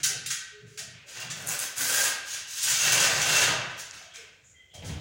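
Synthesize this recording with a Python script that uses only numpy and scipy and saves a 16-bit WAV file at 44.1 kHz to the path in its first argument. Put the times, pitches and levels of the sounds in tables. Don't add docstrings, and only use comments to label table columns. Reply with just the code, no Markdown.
import sys
import numpy as np
from scipy import signal
from scipy.fft import rfft, irfft
from scipy.io import wavfile
from scipy.ndimage import uniform_filter1d

SR = 44100
rng = np.random.default_rng(int(sys.argv[2]) if len(sys.argv) > 2 else 0)


def transcribe(u):
    v = np.clip(np.atleast_2d(u).T, -1, 1)
    q = np.round(v * 32767).astype(np.int16)
    wavfile.write(sys.argv[1], SR, q)


N = 220626
TIME = np.arange(N) / SR

# start_s, length_s, level_db, swell_db, pressure_db, sharpness_db
PUSHES = [(1.057, 0.093, -44, 0.5, -16.5, -11), (1.14, 0.069, -39.5, 4.5, -6, -15),
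          (1.334, .11, -48, 2.5, 3.5, 0), (1.456, 0.077, -35.5, 0, -6, 9.5),
          (1.58, 0.053, -33, -6.5, -12.5, 7.5), (1.754, .3, -30, 3, -9.5, 6.5),
          (2.238, 0.11, -37.5, 10, -22, -6), (2.46, 0.19, -36.5, 12, -25, -4.5),
          (2.628, 0.26, -27, 5, -15.5, -4.5), (2.817, .24, -26.5, 3.5, -4.5, -6.5),
          (3.081, 0.24, -29.5, 1.5, -2.5, -8.5), (3.248, 0.18, -24.5, 2, -6.5, -5.5),
          (3.45, 0.049, -31, 0, 4.5, -13), (3.558, 0.2, -49, -2, 4, -22),
          (3.763, 0.038, -37, -2.5, -29.5, -11), (3.91, 0.11, -48.5, -1, -11, -14),
          (4.155, 0.06, -59.5, 9, -3, -10)]


def gain_of(db):
    return 10 ** (np.asarray(db) / 20)


def unit_rms(x):
    return x / np.sqrt(np.mean(x ** 2) + 1e-20)


def unit_energy(x):
    return x / (np.linalg.norm(x) + 1e-12)


def curve_at(points, hz):
    knots_hz, values = np.transpose(points)
    return np.interp(np.log(hz + 1), np.log(knots_hz + 1), values)


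def add(mix, start_s, sound):
    part = mix[max(round(start_s * SR), 0):][:len(sound)]
    part += sound[:len(part)]


def through(x, response):
    return signal.fftconvolve(x, response)[:len(x)]


def colour(spectrum, tilt_db_per_octave=0, size=4096):
    hz = abs(np.fft.fftfreq(size, 1 / SR))
    octaves = np.log2(np.maximum(hz, 500) / 5000)
    log_gain = np.log(gain_of(curve_at(spectrum, hz) + tilt_db_per_octave * octaves))
    transfer = np.exp(np.conj(signal.hilbert(log_gain)))
    return unit_energy(np.fft.ifft(transfer).real[:size // 2])


def envelope(t, start_s, length_s, attack_s, release_db_per_s):
    attack = np.clip((t - start_s) / attack_s, 0, 1)
    return attack * gain_of(-release_db_per_s * np.maximum(t - start_s - length_s, 0))


def rumble(edge_share=0.23, push_offset_db=-13.5, building_murmur_db=-74.5):
    # frequency_hz, level_db
    spectrum = [(25, -38), (50, -29), (75, -12.5), (115, 5), (155, 4.5), (210, -8), (320, -18.5),
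                (600, -23.5), (1500, -55.5), (6000, -101)]
    # start_s, length_s, level_db
    rumbles = [(-.03, 0.33, -51), (0.607, 0.064, -50.5), (0.786, .16, -52.5), (1.216, 0.28, -48),
               (2.369, 0.055, -60), (2.674, .12, -52.5), (3.56, 0.084, -47)]
    loads = [(start_s, length_s, db + pressure_db - edge_share * sharpness_db + push_offset_db)
             for start_s, length_s, db, _, pressure_db, sharpness_db in PUSHES]
    power = gain_of(building_murmur_db) ** 2
    for start_s, length_s, db in loads + rumbles:
        swell = envelope(TIME, start_s, length_s, attack_s=0.044, release_db_per_s=162)
        power += (gain_of(db) * swell) ** 2
    return np.sqrt(power) * unit_rms(through(rng.standard_normal(N), colour(spectrum)))


def air(level_db=-65.5):
    # frequency_hz, level_db
    spectrum = [(25, -34), (45, -17), (70, 0), (130, -7), (250, -18.5), (500, -13), (1000, -29),
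                (2500, -17), (4500, -29), (7000, -19), (11000, -42), (15500, -35)]
    return gain_of(level_db) * unit_rms(through(rng.standard_normal(N), colour(spectrum)))


def steel(ring_db):
    # pitch_hz, level_db, t60_s
    modes = [(540, -2, 1), (645, 0, 0.081), (793, -5, 0.76), (993, -0.5, 0.26), (1238, -2, 0.75),
             (1430, -28, .25), (1519, 5, 0.12), (1564, 2.5, 0.13), (1565, -24, 0.12), (1892, 2, 0.435),
             (2290, 1.5, 0.34), (2635, 5.5, 0.48), (2710, 1.5, 0.19), (2850, -28, 0.36), (3300, 4, 0.31),
             (3240, -5.5, 1), (3700, -0.5, .2), (3990, -11, .2), (4800, 2, 0.18), (6000, -12.5, 0.13),
             (6200, 2, 0.14), (6080, -16, 0.126), (6260, 2, 0.07), (6710, 6, 0.061), (7640, -23, 0.1)]
    t = np.arange(SR // 2) / SR
    ring = sum(gain_of(db - 60 * t / t60_s) / np.sqrt(t60_s) * np.cos(2 * np.pi * hz * t)
               for hz, db, t60_s in modes)
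    response = gain_of(ring_db) * unit_energy(ring)
    response[0] += 1
    return unit_energy(response)


def slips(per_s, spread_db, size):
    occurs = rng.random(size) < per_s / SR
    height_db = spread_db * np.minimum(rng.exponential(1, size), 4)
    sign = rng.choice([-1., 1.], size)
    return unit_rms(sign * occurs * gain_of(height_db))


def clacks(steel_response):
    # frequency_hz, level_db
    spectrum = [(150, -33), (450, -30), (1000, -26.5), (1450, -7), (2100, -5.5), (3000, -4), (4300, -3.5),
                (6000, 2), (7200, 2), (8500, -3.5), (10500, -6.5), (13200, -22.5), (15200, -8)]
    # start_s, level_db, length_s, tilt_db_per_octave
    touches = [(.001, -38.5, 0.012, -8.5), (.032, -18.5, 0.03, 0), (0.26, -24, 0.009, -0.5),
               (.302, -24, .023, -2.5), (0.664, -56.5, 0.13, -4), (.775, -32.5, 0.031, -3),
               (1.201, -32, 0.006, 7), (1.301, -29.5, 0.02, -4), (2.627, -20.5, 0.02, 3),
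               (2.699, -17.5, 0.0088, 1), (2.922, -10, 0.0027, 1.5), (3.002, -18, 0.0068, 0.5),
               (3.216, -17.5, 0.006, -2.5), (3.795, -33, 0.0064, 3), (3.932, -40.5, 0.019, -7),
               (4.137, -44, 0.035, -6), (4.156, -37, 0.0063, -5.5), (4.739, -44, 0.02, -2),
               (4.846, -41.5, .056, -2.5)]
    out, t = np.zeros(N), np.arange(SR // 2) / SR
    for start_s, db, length_s, tilt in touches:
        swell = np.minimum(0.61 + 6 * t / length_s, 1) * np.exp(-(t / length_s) ** 4)
        rattle = slips(per_s=4000, spread_db=0, size=len(t)) * swell
        clack = through(through(rattle, steel_response), colour(spectrum, tilt))
        add(out, start_s, gain_of(db) * np.sqrt(length_s * SR) * unit_energy(clack))
    return out


def squeals_and_rubs(steadiness=0.64, fade_share=0.43):
    # start_s, length_s, centre_hz, bandwidth_hz, level_db
    bands = [(.03, .1, 1553, 200, -40.5), (.071, 0.11, 770, 150, -55.5), (0.083, 0.1, 450, 150, -53),
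             (0.502, 0.26, 419, 5.8, -52), (0.799, 0.04, 680, 200, -53.5), (.91, 0.16, 2520, 1100, -54),
             (1.172, 0.085, 2750, 170, -44), (1.027, 0.12, 538, 220, -61.5), (1.467, 0.13, 1560, 73, -47),
             (1.793, 0.057, 257, 38, -47), (1.79, .11, 1565, 85, -38), (1.86, 0.18, 537, 82, -43.5),
             (1.87, 0.25, 1597, 68, -32.5), (2.741, 0.43, 2746, 76, -34.5), (3.22, 0.29, 2726, 67, -32),
             (3.987, 0.1, 690, 66, -57.5), (4.101, 0.092, 3270, 280, -53), (4.134, 0.081, 2410, 490, -50),
             (4.167, 0.086, 450, 45, -58.5), (4.429, 0.11, 6950, 970, -58.5), (4.532, .1, 2026, 84, -57.5),
             (4.546, 0.095, 3194, 160, -60.5), (4.688, 0.16, 3215, 120, -53), (4.73, 0.063, 675, 140, -54)]
    out, hz = np.zeros(N), np.fft.rfftfreq(SR, 1 / SR)
    for start_s, length_s, centre_hz, bandwidth_hz, db in bands:
        peak = 1 / (1 + (2 * (hz - centre_hz) / bandwidth_hz) ** 2)
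        band_noise = irfft(rfft(rng.standard_normal(SR)) * peak)
        swing = signal.hilbert(band_noise)[:int(length_s * SR)]
        steadied = unit_rms(swing.real / abs(swing) ** steadiness)
        add(out, start_s, gain_of(db) * steadied * signal.windows.tukey(len(steadied), fade_share))
    return out


def push_gain(t, hz, press_build_db=4.5, edge_dull_db=3, attack_s=0.031):
    # frequency_hz, decay_db_per_s
    decay_rates = [(600, 119), (3000, 115), (11000, 256)]
    release = curve_at(decay_rates, hz)[:, None]
    body_share = curve_at([(700, 0.89), (1600, 0.44), (3000, 0.17), (5500, 0)], hz)[:, None]
    top_share = curve_at([(1600, 0.083), (3000, -0.11), (7000, 0.22), (10500, 0.72)], hz)[:, None]
    power = 0
    for start_s, length_s, db, swell_db, pressure_db, sharpness_db in PUSHES:
        progress = np.clip((t - start_s) / length_s, 0, 1) - 0.5
        body_db = body_share * (pressure_db + press_build_db * progress + 9)
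        top_db = top_share * (sharpness_db - edge_dull_db * progress + 15)
        gain = gain_of(db + swell_db * progress + body_db + top_db)
        power += (gain * envelope(t, start_s, length_s, attack_s, release)) ** 2
    return np.sqrt(power)


def scrape(steel_response, level_db=0.79, patchy_db=1.0, judder_db=1.5):
    # frequency_hz, level_db
    spectrum = [(150, -22), (330, -11), (540, -4.5), (900, -5.5), (1150, -4.5), (1600, 3), (2100, 0),
                (2900, 4), (3800, 0.5), (5300, 1), (6700, 2), (8200, -6), (13200, -22.5), (15200, -16)]
    drive = slips(per_s=6000, spread_db=3, size=N)
    hiss = unit_rms(through(through(drive, steel_response), colour(spectrum)))
    hz, t, bands = signal.stft(hiss, SR, nperseg=512, noverlap=384)
    mode_groups = uniform_filter1d(rng.standard_normal(bands.shape), 9, axis=0)
    patches = unit_rms(uniform_filter1d(mode_groups, 8, axis=1))
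    judder = unit_rms(uniform_filter1d(rng.standard_normal(len(t)), 4))
    bands *= push_gain(t, hz) * gain_of(level_db + patchy_db * patches + judder_db * judder)
    return signal.istft(bands, SR, nperseg=512, noverlap=384)[1][:N]


def snaps(sweep_s=0.006, half_width_s=0.001):
    # time_s, level_db, centre_hz
    grains = [(1.426, -38, 9900), (1.474, -22, 9280), (1.4903, -21, 9700), (1.592, -19.5, 9200),
              (1.601, -21, 9250), (1.782, -23, 7440), (1.786, -41, 9700), (1.805, -38, 7440),
              (3.78, -46, 12900), (3.792, -39, 10600), (3.911, -31.5, 6300), (4.16, -36, 5700)]
    out, t = np.zeros(N), np.arange(-130, 130) / SR
    for time_s, db, hz in grains:
        chirp = np.cos(2 * np.pi * hz * (t - t ** 2 / sweep_s)) * np.exp(-(t / half_width_s) ** 2)
        add(out, time_s + t[0], gain_of(db) * chirp)
    return out


def thuds():
    # frequency_hz, level_db
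    spectrum = [(25, -35), (48, -20), (66, -4), (90, -3.5), (120, -6), (190, -14.5), (330, -23.5),
                (800, -23.5), (1200, -36), (3000, -28), (10000, -55)]
    # start_s, level_db, decay_s
    impacts = [(4.75, -46, 0.13), (4.824, -34.5, 0.092), (4.895, -30.5, 0.024), (4.965, -41, 0.04)]
    out, t = np.zeros(N), np.arange(SR // 4) / SR
    for start_s, db, decay_s in impacts:
        force = rng.standard_normal(len(t)) * np.exp(-t / decay_s)
        thud = unit_energy(through(force, colour(spectrum)))
        add(out, start_s, gain_of(db) * np.sqrt(decay_s * SR) * thud)
    return out


def reflections(build_up_s=0.0069):
    # frequency_hz, t60_s
    decay_times = [(100, 1), (500, 0.59), (1500, 1), (3700, 0.73), (7000, 0.43), (10000, 0.37),
                   (15000, 0.23)]
    # delay_s, gain
    echoes = [(.0034, 0.22), (.0086, 0.3), (0.0115, 0.13), (0.0154, 0.084), (0.024, 0.12)]
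    hz, t, bands = signal.stft(rng.standard_normal(SR), SR, nperseg=256)
    t60_s = curve_at(decay_times, hz)[:, None]
    decaying = bands * gain_of(-60 * t / t60_s) / np.sqrt(t60_s)
    tail = signal.istft(decaying, SR, nperseg=256)[1][:SR]
    response = unit_energy(tail * np.minimum(TIME[:SR] / build_up_s, 1))
    for delay_s, gain in echoes:
        response[round(delay_s * SR * rng.uniform(0.96, 1.04))] += gain
    return unit_energy(response)


def room(x, drift_hz=13, spots=6):
    rates_hz = np.linspace(drift_hz / spots, drift_hz, spots)
    shares = [np.cos(2 * np.pi * (hz * TIME + rng.random())) for hz in rates_hz]
    shares = shares / np.linalg.norm(shares, axis=0)
    return sum(through(x * share, reflections()) for share in shares)


def scene():
    # sound, direct_db, reverberant_db
    sources = [(scrape(steel(ring_db=-15)), -4, -2.5),
               (clacks(steel(ring_db=-15.5)), -7.5, -2),
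               (snaps(), 0.5, -11),
               (squeals_and_rubs(), -3, -2),
               (thuds(), -6.5, -3)]
    direct = sum(gain_of(db) * sound for sound, db, _ in sources)
    reverberant = room(sum(gain_of(db) * sound for sound, _, db in sources))
    return np.tile(direct + reverberant + air() + rumble(), (2, 1))


def record(dry):
    cutoff_hz = 16050
    low_pass = signal.firwin(511, cutoff_hz, window=("kaiser", 9), fs=SR)
    return signal.oaconvolve(dry, low_pass[None], "same")


dry = scene()
out = record(dry)
transcribe(out)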